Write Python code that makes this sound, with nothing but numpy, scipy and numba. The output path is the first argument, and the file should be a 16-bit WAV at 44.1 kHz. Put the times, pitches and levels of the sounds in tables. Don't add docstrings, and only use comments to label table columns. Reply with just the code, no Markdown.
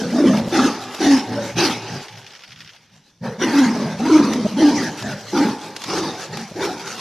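import sys
import numpy as np
from scipy import signal
from scipy.fft import rfft, irfft, next_fast_len
from scipy.io import wavfile
from scipy.ndimage import uniform_filter1d, map_coordinates
from numba import njit

SR = 44100
rng = np.random.default_rng(int(sys.argv[2]) if len(sys.argv) > 2 else 0)


def wav_out(sig):
    wavfile.write(sys.argv[1], SR, np.round(np.clip(np.atleast_2d(sig).T, -1, 1) * 32767).astype(np.int16))


N = 308744

# (start [s], rise [s], fall [s], lag of the jaws [s],
# resonances at the peak of throat [Hz], pharynx [Hz], mouth [Hz],
# peak level of throat [dB], pharynx [dB], mouth [dB], hiss at the teeth [dB])
ROARS = [ (-0.1, 0.081, 0.12, 0, 287, 487, 1690, -22.5, -27.5, -35.5, -36),
         (0.128, 0.14, 0.12, 0.0099, 261.6, 556, 1170, -10, -23, -33, -35),
         (0.52, 0.073, 0.094, 0.00026, 292.5, 830, 1300, -12.5, -22.5, -24, -25.5),
         (0.997, 0.084, 0.093, 0, 296.4, 834, 1980, -13, -24, -27.5, -25),
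         (1.279, 0.049, 0.14, 0.021, 238, 870, 1690, -25.5, -34, -35.5, -40.5),
         (1.567, 0.069, 0.065, 0.00072, 316.1, 848, 2300, -16.5, -24.5, -24.5, -23),
         (1.871, 0.084, 0.031, 0, 238.3, 756, 1742, -36.5, -36.5, -37.5, -35),
         (3.226, 0.043, 0.061, 0, 206, 533, 1919, -30.5, -30, -38, -44.5),
         (3.402, 0.038, 0.14, 0.00035, 311.4, 970, 1628, -17.5, -26, -28.5, -30),
         (3.534, 0.058, 0.12, 0.00082, 273.4, 835, 1109, -10, -27, -26.5, -30.5),
         (3.731, 0.1, 0.097, 0.003, 215.6, 613, 960, -20.5, -29.5, -35, -38.5),
         (3.998, 0.19, 0.11, 0.024, 272.7, 880, 1200, -12, -25, -27.5, -30.5),
         (4.301, 0.081, 0.058, 0, 250.2, 412, 1870, -18.5, -31, -41.5, -37.5),
         (4.568, 0.078, 0.0997, 0.016, 300.6, 854, 1730, -11.5, -23, -29.5, -27),
         (4.761, 0.065, 0.058, 0, 284.5, 403, 1570, -21.5, -31, -31.5, -36),
         (5.024, 0.039, 0.087, 0, 224.4, 607, 1610, -25.5, -32.5, -33.5, -39),
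         (5.331, 0.086, 0.069, 0, 290.2, 867.5, 1320, -12.5, -23.5, -28, -30.5),
         (5.88, 0.12, 0.097, 0.0072, 334.3, 821.5, 1175, -22, -27, -31.5, -29),
         (6.299, 0.035, 0.086, 0.01, 226.4, 803, 1890, -40, -35, -38, -37),
         (6.555, 0.081, 0.084, 0.015, 346.4, 842, 1450, -23.5, -27, -33.5, -34.5), ]
# (frequency [Hz], level [dB])
CHEST = [(20, -58.5), (45, -20), (75, -11.5), (110, -4), (230, 3.5), (330, -58)]


def amp(db):
    return 10 ** (np.asarray(db) / 20)


def unit(x):
    return x / np.sqrt(np.mean(x ** 2) + 1e-20)


def steady(x, span):
    size = max(int(span * SR / 2), 2)
    power = uniform_filter1d(uniform_filter1d(x ** 2, size), size)
    floor = 1e-4 * np.mean(x ** 2)
    return x / np.sqrt(np.abs(power) + floor)


def along(points, hz):
    f, v = np.transpose(points)
    return np.interp(np.log(hz + 1), np.log(f + 1), v)


def curves(rows):
    s, *cols = np.transpose(rows)
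    return [np.interp(np.arange(N) / SR, s, c) for c in cols]


def wobble(rate):
    knots = rng.standard_normal(int(N * rate / SR) + 4)
    return map_coordinates(knots, [np.arange(N) * rate / SR])


def during(rows, fade):
    t = np.arange(N) / SR
    inside = np.minimum(t - rows[0][0], rows[-1][0] - t)
    return np.clip(inside / fade + .5, 0, 1)


def filtered(x, response):
    m = next_fast_len(N + SR // 2)
    return irfft(rfft(x, m) * response(np.fft.rfftfreq(m, 1 / SR)), m)[..., :N]


def coloured(x, spectrum):
    return filtered(x, lambda hz: amp(along(spectrum, hz)))


@njit
def sweep(x, step, damping):
    out, low, band = np.zeros(len(x)), 0.0, 0.0
    for i in range(len(x)):
        low += step[i] * band
        band += step[i] * (x[i] - low - damping * band)
        out[i] = band
    return out


def resonate(x, centre_hz, q):
    waver_octaves = 0.11 * wobble(24)
    hz = np.minimum(centre_hz * 2 ** waver_octaves, SR / 6)
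    step, damping = 2 * np.sin(np.pi * hz / SR), 1 / max(q, 2)
    once = sweep(x, step, damping)
    return steady(sweep(once, step, damping), span=.1)


def patchy(x, depth_db):
    z = signal.stft(x, nperseg=512)[2]
    field = rng.standard_normal(z.shape)
    field = uniform_filter1d(field, 3, 0)
    field = uniform_filter1d(field, 10, 1)
    return signal.istft(z * amp(depth_db * unit(field)), nperseg=512)[1][:N]


def lay(at, grains):
    places = at[:, None] + np.arange(grains.shape[1])
    return np.bincount(places.ravel(), grains.ravel(), N)[:N]


def clicks(rows, spectrum, t60, rise):
    s, db = np.transpose(rows)
    t = np.arange(SR // 12) / SR
    envelope = amp(db[:, None] - 60 * t / t60) * (1 - np.exp(-t / rise))
    grains = envelope * rng.standard_normal((len(s), len(t)))
    return coloured(lay(np.round(s * SR).astype(int), grains), spectrum)


def folds(rate_hz, jitter, scatter_db, puff):
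    cycles = np.cumsum(rate_hz * np.exp(jitter * wobble(70))) / SR
    at = np.flatnonzero(np.diff(np.floor(cycles)))
    size = amp(scatter_db * rng.standard_normal(len(at)))
    slaps = unit(np.bincount(at, size, N))
    t = np.arange(SR // 30) / SR
    puffs = unit(lay(at, size[:, None] * t * np.exp(-t / puff)))
    return at, size, slaps, puffs


def air(puffs, leak):
    return unit((puffs + leak) * rng.standard_normal(N))


def throat_ring(at, size, centre_hz, life, rise, spread):
    t = np.arange(SR // 20) / SR
    hz = centre_hz[at] * np.exp(spread * rng.standard_normal(len(at)))
    envelope = np.exp(-t / life) * (1 - np.exp(-t / rise))
    return lay(at, size[:, None] * np.sin(2 * np.pi * hz[:, None] * t) * envelope)


def cycle_phase(pitch_hz, jitter):
    return 2 * np.pi * np.cumsum(pitch_hz * (1 + jitter * wobble(150))) / SR


def harmonics(phase, levels):
    return unit(sum(amp(db) * np.sin(k * phase) for k, db in enumerate(levels, 1)))


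def swell(peaks_db, attacks_s, onset_s, depth_db, roundness, release_db_per_s):
    t, gains = np.arange(N) / SR, np.zeros((len(ROARS), N))
    for gain, (start, rise, fall, *_), db, attack_s in zip(gains, ROARS, peaks_db, attacks_s):
        near = (t > start - onset_s) & (t < start + 1)
        age = t[near] - start
        slack = np.clip(np.maximum(1 - age / rise, (age - rise) / fall), 0, 1)
        fading = release_db_per_s * np.maximum(age - rise - fall, 0)
        attack = np.clip((age + onset_s / 2) / attack_s, 0, 1)
        gain[near] = attack * amp(db - depth_db * slack ** roundness - fading)
    return gains


def effort():
    (start, rise, _, lag, hz, pharynx_hz, mouth_hz,
     throat_db, pharynx_db, mouth_db, hiss_db) = np.transpose(ROARS)
    folds_s, jaws_s = 0.0118, 0.032
    at_once, with_jaws = np.full(len(ROARS), folds_s), jaws_s + 2 * abs(lag)
    layers = [swell(throat_db, at_once, folds_s, depth_db=8.0, roundness=0.87, release_db_per_s=190.5),
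              swell(pharynx_db, with_jaws, jaws_s, depth_db=3.5, roundness=2.1, release_db_per_s=110.5),
              swell(mouth_db, with_jaws, jaws_s, depth_db=4.5, roundness=2.0, release_db_per_s=172.0),
              swell(hiss_db, with_jaws, jaws_s, depth_db=4.0, roundness=1.5, release_db_per_s=144.0)]
    gains = [np.linalg.norm(layer, axis=0) + 1e-9 for layer in layers]
    loudest = np.argmax(layers[0], axis=0)
    age = np.maximum(np.arange(N) / SR - start[loudest], 0)
    opening = 0.3 * np.exp(-age / (2 * abs(lag[loudest]) + 1e-4))
    closing = 2.8 * np.clip(age - rise[loudest], -0.07, 0.09)
    glide = 2 ** (-opening - closing)
    upper_glide = glide ** 0.25
    upper = [f[loudest] * upper_glide for f in (pharynx_hz, mouth_hz)]
    return gains, [hz[loudest] * glide] + upper


def roars():
    # (frequency [Hz], level [dB])
    pharynx_colour = [(200, -34.5), (390, 8), (600, 1), (950, -1.5), (1400, -72)]
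    mouth_colour = [(600, -22.5), (950, -10), (1100, -2.5), (1600, 1), (2100, -4), (2700, -15), (4500, -33)]
    teeth_colour = [(1500, -11.5), (2300, 2), (4000, 2.5), (6100, 2.5), (7000, -13.5), (8200, -14),
                    (10300, -14), (13000, -28)]
    (throat_gain, pharynx_gain, mouth_gain, hiss_gain), (centre_hz, pharynx_hz, mouth_hz) = effort()
    slap_hz = 64 * (centre_hz / 280) ** .5
    at, size, slaps, puffs = folds(slap_hz, jitter=.3, scatter_db=3.5, puff=0.0094)
    notes, locked = clean_notes()

    ring = unit(throat_ring(at, size, centre_hz, life=.0075, rise=.004, spread=.09))
    ring = filtered(ring, lambda hz: hz ** 4 / (hz ** 4 + 150 ** 4))
    throat = steady(ring, span=0.024)

    drive = 0.38 * slaps + air(puffs, leak=1.0)
    pharynx = unit(coloured(drive, pharynx_colour)) + amp(-2.5) * resonate(drive, pharynx_hz, q=4.77)
    pharynx = steady(patchy(pharynx, depth_db=2.2), span=.09)

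    rasp = air(puffs, leak=2.0) + 0.37 * slaps
    mouth = unit(coloured(rasp, mouth_colour)) + amp(-3.5) * resonate(rasp, mouth_hz, q=3.8)
    mouth = steady(patchy(mouth, depth_db=5), span=.08)

    jet = air(puffs, leak=4.1)
    teeth_ring = resonate(air(puffs, leak=0.64), 5120, q=3.1)
    hiss = unit(coloured(jet, teeth_colour)) + amp(-10) * teeth_ring
    hiss = steady(patchy(hiss, depth_db=4.6), span=.1)

    surge = amp(1.7 * wobble(32))
    rumble = amp(-11.0) * unit(coloured(air(puffs, leak=0.5), CHEST))
    voice = throat_gain * amp(-18 * locked) * throat + notes
    body = pharynx_gain * (amp(-3 * locked) * pharynx + rumble)
    snarl = surge * (mouth_gain * mouth + hiss_gain * hiss)
    return voice + body + snarl + flares(puffs)


def growls():
    # (start [s], end [s], level [dB], chest resonance [Hz])
    growl_rows = [(0, 0.146, -27, 196), (0.27, 0.454, -30, 147.5), (1.548, 1.594, -24, 144.4),
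                  (1.902, 1.975, -29, 136), (2.485, 2.663, -49.5, 132.2), (2.912, 3.0, -52, 160),
                  (3.214, 3.304, -27.5, 171), (3.386, 3.419, -27.5, 199), (3.73, 4.478, -35, 143.2),
                  (4.522, 4.596, -23, 232), (4.731, 4.913, -31.5, 161.5), (5.015, 5.149, -33, 140),
                  (5.329, 5.512, -30, 208), (5.855, 6.115, -36, 144.5), (6.298, 6.44, -32, 189.9),
                  (6.548, 6.992, -43, 172)]
    t, force = np.arange(N) / SR, np.zeros(N)
    for start, end, db, _ in growl_rows:
        onset = (1 + np.tanh((t - start) / 0.007)) / 2
        force += amp(db) * onset * np.exp(-np.maximum(t - end, 0) / 0.025)
    centre_hz, = curves([(s, hz) for start, end, _, hz in growl_rows for s in (start, end)])
    at, size, _, _ = folds(rate_hz=52, jitter=.25, scatter_db=7.5, puff=0.0029)
    ring = throat_ring(at, size, centre_hz, life=0.0046, rise=0.0032, spread=0.2)
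    return force * steady(coloured(ring, CHEST), span=0.017)


def litter():
    # (time [s], level [dB])
    scuffle = [(0, -39), (1.7, -42.5), (2.3, -49), (3.15, -61), (3.45, -45.5), (5.3, -40), (6.2, -46.5),
               (7, -34.5)]
    # (time [s], half length [s], level [dB])
    swipe_rows = [(0.379, 0.02, -32.5), (0.956, 0.067, -40.5), (1.452, 0.061, -39.5), (3.591, 0.014, -28),
                  (4.995, 0.019, -35), (5.838, 0.042, -37.5), (6.22, 0.051, -34), (6.652, 0.015, -29),
                  (6.874, 0.023, -36)]
    # (time [s], level before colour [dB])
    snaps = [(.946, -30), (4.334, -27), (5.023, -29.5), (5.763, -26.5), (5.818, -32.5), (5.838, -27),
             (6.371, -28.5)]
    # (frequency [Hz], level [dB])
    twig = [(40, -13), (300, 15), (6000, 12), (8000, 0.5), (13000, -6.5)]
    t = np.arange(N) / SR
    scuffle_db, = curves(scuffle)
    strokes = amp(scuffle_db + 3 * wobble(25))
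    swipes = sum(amp(db) * np.exp(-((t - s) / half) ** 2) for s, half, db in swipe_rows)
    grit = rng.standard_normal(N) * amp(1.6 * wobble(500))
    scrape = steady(patchy(coloured(grit, twig), depth_db=3.5), span=.1)
    cracks = clicks(snaps, twig, t60=.032, rise=.001)
    return (strokes + swipes) * scrape + cracks


def quiet_forest():
    # (frequency [Hz], level [dB])
    forest_colour = [(25, -11), (180, 1.5), (3500, -36.5), (5800, -9), (7500, -33), (13000, -37)]
    return amp(-63) * unit(coloured(rng.standard_normal(N), forest_colour))


def trees(x, delay_s):
    # (frequency [Hz], time [s])
    fade_times = [(100, 0.17), (600, 0.93), (10000, 0.66)]
    hz, t, z = signal.stft(rng.standard_normal(SR), SR, nperseg=256)
    decay = amp(-60 * t / along(fade_times, hz)[:, None])
    tail = signal.istft(z * decay, SR, nperseg=256)[1]
    late = np.pad(x, (int(delay_s * SR), 0))
    return signal.fftconvolve(late, tail / np.linalg.norm(tail))[:N]


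def echoes(direct):
    # (frequency [Hz], level [dB])
    near_colour = [(200, -33), (290, -4), (410, -10), (550, -7), (830, 2), (1100, 1), (6000, -20)]
    far_colour = [(40, -12), (100, 9.5), (290, -8.5), (420, 0), (850, 1.5), (1400, -3), (3000, 1.5),
                  (6000, -7.5), (12000, -32)]
    near = amp(-13.5) * coloured(trees(direct, delay_s=0.041), near_colour)
    far = amp(-15) * coloured(trees(direct, delay_s=0.2), far_colour)
    return near + far


def barks():
    # (time [s], length [s], level [dB], pitch [Hz])
    bark_rows = [(0.127, 0.018, -28, 265), (0.473, 0.011, -24, 204), (3.995, 0.017, -22, 259.7),
                 (4.446, 0.026, -16, 205.3), (6.51, 0.016, -34.5, 189)]
    out = np.zeros(N)
    for s, length, db, hz in bark_rows:
        t = np.arange(int(length * SR)) / SR
        phase = 2 * np.pi * hz * t
        wave = np.sin(phase) + 0.33 * np.sin(2 * phase) + 1.03 * t / length * np.sin(3 * phase)
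        out[round(s * SR):][:len(t)] += amp(db) * unit(wave * signal.windows.tukey(len(t), .5))
    return out


def flares(puffs):
    # (time [s], half length [s], resonance [Hz], level [dB])
    flare_rows = [(0.341, 0.01, 1200, -28), (0.593, 0.018, 1428, -21), (0.646, 0.018, 1340, -29.5),
                  (1.058, 0.029, 760, -23), (1.657, 0.02, 4280, -22), (3.533, 0.026, 1730, -30),
                  (4.606, 0.017, 554, -21), (4.76, 0.046, 5100, -31.5), (5.931, 0.06, 1006, -30.5),
                  (5.93, 0.052, 4950, -32.5), (6.892, 0.076, 1420, -36.5)]
    t, out = np.arange(N) / SR, np.zeros(N)
    rasp = air(puffs, leak=0.8)
    for s, half, hz, db in flare_rows:
        out += amp(db) * np.exp(-((t - s) / half) ** 2) * resonate(rasp, hz, q=5.2)
    return out


def clean_notes():
    # (time [s], pitch [Hz], level [dB])
    note_rows = [
        [(0.638, 279.5, -27), (0.648, 268, -12), (0.66, 266, -9.5)],
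        [(1.065, 287.8, -9), (1.089, 288, -13), (1.15, 266.2, -9), (1.18, 257, -17)],
        [(3.555, 289.2, -11.5), (3.598, 275, -10), (3.66, 240.7, -13.5)],
        [(4.11, 307.8, -12.5), (4.168, 308.6, -5.5), (4.183, 309, -18), (4.204, 305, -3.5)],
        [(4.625, 310, -9), (4.653, 288, -8.5), (4.71, 293, -11)],
    ]
    overtones = [7, -18, -17, -23]
    notes, locked = np.zeros(N), np.zeros(N)
    for rows in note_rows:
        pitch, db = curves(rows)
        gate = during(rows, fade=0.006)
        tone = harmonics(cycle_phase(pitch, jitter=0.023), overtones)
        notes += gate * amp(db + 1.3 * wobble(110)) * tone
        locked += gate
    return notes, locked


def moan():
    # (time [s], pitch [Hz], voice level [dB], added fifth harmonic level [dB])
    moan_rows = [(1.27, 120.7, -36, -40), (1.31, 107.2, -29, -43), (1.355, 120.6, -29, -39),
                 (1.39, 114.1, -35.5, -22), (1.44, 113.7, -35.5, -37), (1.515, 111.4, -36, -31.5)]
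    overtones = [11.5, -13, 8.5, 8.5]
    pitch, db, ring_db = curves(moan_rows)
    phase = cycle_phase(pitch, jitter=0.031)
    fifth = unit(np.sin(5 * phase))
    voice = amp(db) * harmonics(phase, overtones) + amp(ring_db) * fifth
    return during(moan_rows, fade=0.017) * amp(1.6 * wobble(60.4)) * voice


def shutter():
    # (time [s], level before cycle and colour [dB])
    frames = [(2.083, -27.5), (2.174, -29.5), (2.265, -28), (2.351, -29.5), (2.436, -29), (2.519, -28),
              (2.605, -27), (2.692, -31)]
    # (time after release [s], level [dB])
    cycle = [(0, 0.5), (.009, -5), (0.041, -5.5), (0.055, -7.5), (0.07, -4)]
    # (frequency [Hz], level [dB])
    body = [(600, -27), (1400, 0.5), (2700, 2), (3300, 3), (3900, -4.5), (5600, -0.5), (7500, -24),
            (13000, -26)]
    clacks = [(s + delay, db + level) for s, db in frames for delay, level in cycle]
    ticks = clicks(clacks, body, t60=.014, rise=.0004)
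    rattle = clicks(clacks, body, t60=.075, rise=.002)
    return amp(3.5) * ticks + amp(-2.0) * rattle


def spread(mid):
    # (frequency [Hz], level [dB])
    width = [(3600, -70), (3900, -3), (7000, -2), (13000, -5)]
    z = signal.stft(mid, nperseg=128)[2]
    random_turns = np.exp(2j * np.pi * rng.random(z.shape))
    scattered = signal.istft(z * random_turns, nperseg=128)[1][:N]
    side = coloured(scattered, width)
    return np.array([mid + side, mid - side])


def scene():
    direct = roars() + growls() + litter() + barks() + moan() + shutter()
    return spread(direct + echoes(direct) + quiet_forest())


def record(dry):
    top_hz = 13400
    held = dry / (1 + np.abs(dry / .9) ** 8) ** (1 / 8)
    return filtered(held, lambda hz: hz < top_hz)


dry = scene()
out = record(dry)
wav_out(out)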